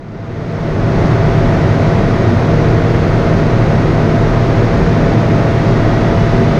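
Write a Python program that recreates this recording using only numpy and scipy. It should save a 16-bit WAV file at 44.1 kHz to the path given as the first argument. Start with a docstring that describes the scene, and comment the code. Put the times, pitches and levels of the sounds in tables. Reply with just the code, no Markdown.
"""Big cooling fans roar in a small workshop, heard on one microphone beside a car on a rolling road.
Their turbulent air stirs the low modes of the room, and their blades hum at the blade rates.
Under them the car's turbodiesel pulls through one gear, and a thin driveline whine rises with it.
The sound fades in, its bass compressed and its peaks limited."""
import sys
import numpy as np
from scipy import signal
from scipy.fft import rfft, irfft
from scipy.io import wavfile
from scipy.ndimage import uniform_filter1d, minimum_filter1d

SR = 44100
rng = np.random.default_rng(int(sys.argv[2]) if len(sys.argv) > 2 else 0)


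def to_wav(s):
    """Save 16-bit WAV."""
    ch = np.atleast_2d(s).T  # columns
    pcm = np.round(np.clip(ch, -1, 1) * 32767)  # PCM
    wavfile.write(sys.argv[1], SR, pcm.astype(np.int16))


N = 290619
TIME = np.arange(N) / SR
BINS = np.fft.rfftfreq(N, 1 / SR)


# rush of the fans' air at the microphone: f/Hz, level/dB per Hz
ROAR_SPECTRUM = [(8, -53), (22, -45.5), (62, -55.5), (100, -45.5), (160, -44), (250, -42), (380, -43),
                 (500, -47), (650, -46.5), (740, -51.5), (1050, -54.5), (1400, -56), (1700, -59.5),
                 (2000, -59)]
# hiss of air through grilles and tyres, above the roar: f/Hz, level/dB per Hz
HISS_SPECTRUM = [(2500, -65.5), (3000, -70), (3800, -71), (5200, -75.5), (6600, -80), (7400, -91),
                 (8700, -93), (10000, -99.5), (11400, -107), (12300, -99.5), (13600, -100.5), (15200, -105)]
def fan_air(firing_hz, hiss_rise_db=1.5, low_cut_hz=18, surge_db=0.07, surge_hz=1.6):
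    """Turbulent air rings the room and surges slightly; its hiss grows a little as the wheels speed up."""
    hz, db = np.transpose(ROAR_SPECTRUM + HISS_SPECTRUM)
    air_db = np.interp(np.log(BINS + 1), np.log(hz + 1), db)
    power = gain_of(air_db) ** 2 + room_power(BINS)
    power /= 1 + (low_cut_hz / (BINS + 1)) ** 6  # little passes below the lowest mode
    hiss_share = 1 / (1 + (HISS_SPECTRUM[0][0] / (BINS + 1)) ** 8)
    wind = (firing_hz / firing_hz.max()) ** 4
    roar = noise(np.sqrt(power * (1 - hiss_share)))
    hiss = noise(np.sqrt(power * hiss_share)) * gain_of(hiss_rise_db * (wind - wind.mean()) / 2)
    surge = gain_of(surge_db * unit_rms(flutter(surge_hz).real))
    return (roar + hiss) * surge


# low hum near 150 Hz, fan tone and room boom swelling and dipping together: t/s, level/dB before the trim
HUM_LEVELS = [(1.05, -16.5), (1.5, -19.5), (1.93, -15.5), (1.97, -25), (2.44, -23), (2.5, -12.5),
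              (2.85, -17), (4.61, -18), (4.68, -27), (4.81, -15), (6.05, -20.5), (6.59, -15)]
def low_hum(blade_hz=156.35, trim_db=-1.4, waver=0.22, waver_hz=6):
    """Fan tone and room boom as one firm note at the blade rate; it wavers and now and then dips."""
    wobble = 1 + waver * flutter(waver_hz)
    tone = wobble * np.exp(2j * np.pi * (blade_hz * TIME + rng.random()))
    level_db = trim_db + np.interp(TIME, *np.transpose(HUM_LEVELS))
    return gain_of(level_db) * unit_rms(tone.real)


# tones of the fans above the hum: f/Hz, level/dB, unsteady share/0-1
BLADE_TONES = [(313.4, -32, 0.2), (341.2, -31.5, 0.5), (385.6, -32.5, 0.74), (470, -30, .4),
               (675.1, -26.5, 0.05)]
def fan_blades(waver_hz=4.1):
    """Each blade tone is a steady line plus a share that wavers in the turbulent inflow."""
    out = np.zeros(N)
    for hz, db, unsteady in BLADE_TONES:
        wobble = np.sqrt(1 - unsteady) + np.sqrt(unsteady) * flutter(waver_hz)
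        tone = wobble * np.exp(2j * np.pi * (hz * TIME + rng.random()))
        out += gain_of(db) * unit_rms(tone.real)
    return out


# exhaust note from beside the car, under the fans: multiple of the firing rate, level/dB
EXHAUST_ORDERS = [(1, -33), (2, -31.5), (3, -34.5), (4, -35), (6, -43.5), (8, -40)]
def engine(firing_hz, rough=1.2, rough_hz=14, direct_db=-33):
    """Rough orders of the firing rate, each swelling above its direct sound as it crosses a room mode."""
    firings = np.cumsum(firing_hz) / SR
    out = np.zeros(N)
    for multiple, db in EXHAUST_ORDERS:
        tone = np.exp(2j * np.pi * (round(multiple) * firings + rng.random()))
        boom = np.sqrt(gain_of(direct_db) ** 2 + room_power(round(multiple) * firing_hz))
        roughness = 1 + rough * flutter(rough_hz)
        out += gain_of(db) * unit_rms((boom * roughness * tone).real)
    return out


# faint whine from the driveline: multiple of the mesh rate, width/Hz, level/dB at full speed
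WHINE_ORDERS = [(4, 55, -39.5), (5, 50, -50.5), (6, 45, -48), (7, 40, -48.5), (8, 50, -52.5),
                (11, 160, -58)]
def driveline_whine(firing_hz, meshes_per_firing=4.19, growth_db=70):
    """Fuzzy whistles of gears and tyres on the rollers; they gain growth_db for a tenfold speed."""
    meshes = meshes_per_firing * np.cumsum(firing_hz) / SR
    out = np.zeros(N)
    for multiple, width_hz, db in WHINE_ORDERS:
        whistle = flutter(width_hz) * np.exp(2j * np.pi * round(multiple) * meshes)
        out += gain_of(db) * unit_rms(whistle.real)
    return out * gain_of(growth_db * np.log10(firing_hz / firing_hz.max()))


# modes of the workshop and its ducts where the microphone stands: f/Hz, width/Hz, peak level/dB per Hz
WORKSHOP_MODES = [(28, 7.8, -36), (35.2, 8.5, -38.5), (42, 9.2, -36.5), (57, 4.1, -37.5), (77.4, 8.9, -39),
                  (95.5, 7.7, -32.5), (108.6, 9.5, -30), (117.2, 8, -28), (146.3, 4.7, -31),
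                  (174.3, 6, -35), (188.7, 7.2, -35.5), (221.6, 9, -38.5), (238.8, 6.3, -36.5),
                  (383.7, 10, -40.5), (404, 7.4, -45.5), (442, 14, -46.5), (554, 16, -46.5),
                  (596, 12, -53.5), (772, 19, -52), (875, 16, -53), (961, 25, -56), (1255, 33, -57),
                  (1493, 41, -58.5), (1870, 70, -61)]
def room_power(hz):
    """Power that the room's resonances add at these frequencies."""
    return sum((gain_of(peak_db) / (1 + 2 * ((hz - mode_hz) / width_hz) ** 2)) ** 2
               for mode_hz, width_hz, peak_db in WORKSHOP_MODES)


def gain_of(db):
    """Decibels to amplitude."""
    return 10 ** (np.asarray(db) / 20)


def unit_rms(x):
    """Scales to rms 1."""
    return x / np.sqrt(np.mean(abs(x) ** 2) + 1e-20)


def noise(gain):
    """Noise with the given amplitude per root Hz in each bin."""
    return irfft(rfft(rng.standard_normal(N)) * gain, N) * np.sqrt(SR / 2)


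def flutter(width_hz, count=8192):
    """Complex random wobble of rms 1: on a tone it spreads the line to this width."""
    hz = np.fft.fftfreq(count, N / SR / count)
    white = rng.standard_normal(count) + 1j * rng.standard_normal(count)
    wobble = np.fft.ifft(white / (1 + (2 * hz / width_hz) ** 2))
    return np.interp(TIME, np.linspace(0, N / SR, count), unit_rms(wobble))


def compress_bass(x, split_hz=180, pivot_db=-12, squeeze=.45, window=2400):
    """Turns the bass down where it passes the pivot level and up where it sinks under it."""
    bass = irfft(rfft(x) / (1 + (BINS / split_hz) ** 8), N)
    power = uniform_filter1d(uniform_filter1d(bass ** 2, window), window)
    level_db = 10 * np.log10(abs(power) + 1e-12)
    return x + bass * (gain_of(squeeze * (pivot_db - level_db)) - 1)


def limit(x, ceiling=.93, window=300):
    """Turns the gain down smoothly around every peak that would pass the ceiling."""
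    safe_gain = np.minimum(1, ceiling / (abs(x) + 1e-9))
    return x * uniform_filter1d(minimum_filter1d(safe_gain, window), window)


def scene(start_firing_hz=53.5, climb_hz_per_s=10.2):
    """One microphone beside the car: the fans run on as the engine gains speed evenly on the rollers."""
    firing_hz = start_firing_hz + climb_hz_per_s * TIME
    fans = fan_air(firing_hz) + low_hum() + fan_blades()
    car = engine(firing_hz) + driveline_whine(firing_hz)
    return (fans + car)[None]


def record(dry, fade_s=1.05, fade_from_db=-19.5, fade_power=2.86, edge_hz=15250):
    """The chain after the microphone: bass compressor, peak limiter, fade-in, then a steep low-pass."""
    fader = np.interp(TIME, [0, fade_s], [gain_of(fade_from_db / fade_power), 1])
    faded = limit(compress_bass(dry)) * fader ** fade_power
    low_pass = signal.firwin(1023, edge_hz, window=("kaiser", 9), fs=SR)
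    return signal.oaconvolve(faded, low_pass[None], "same")


dry = scene()
out = record(dry)
to_wav(out)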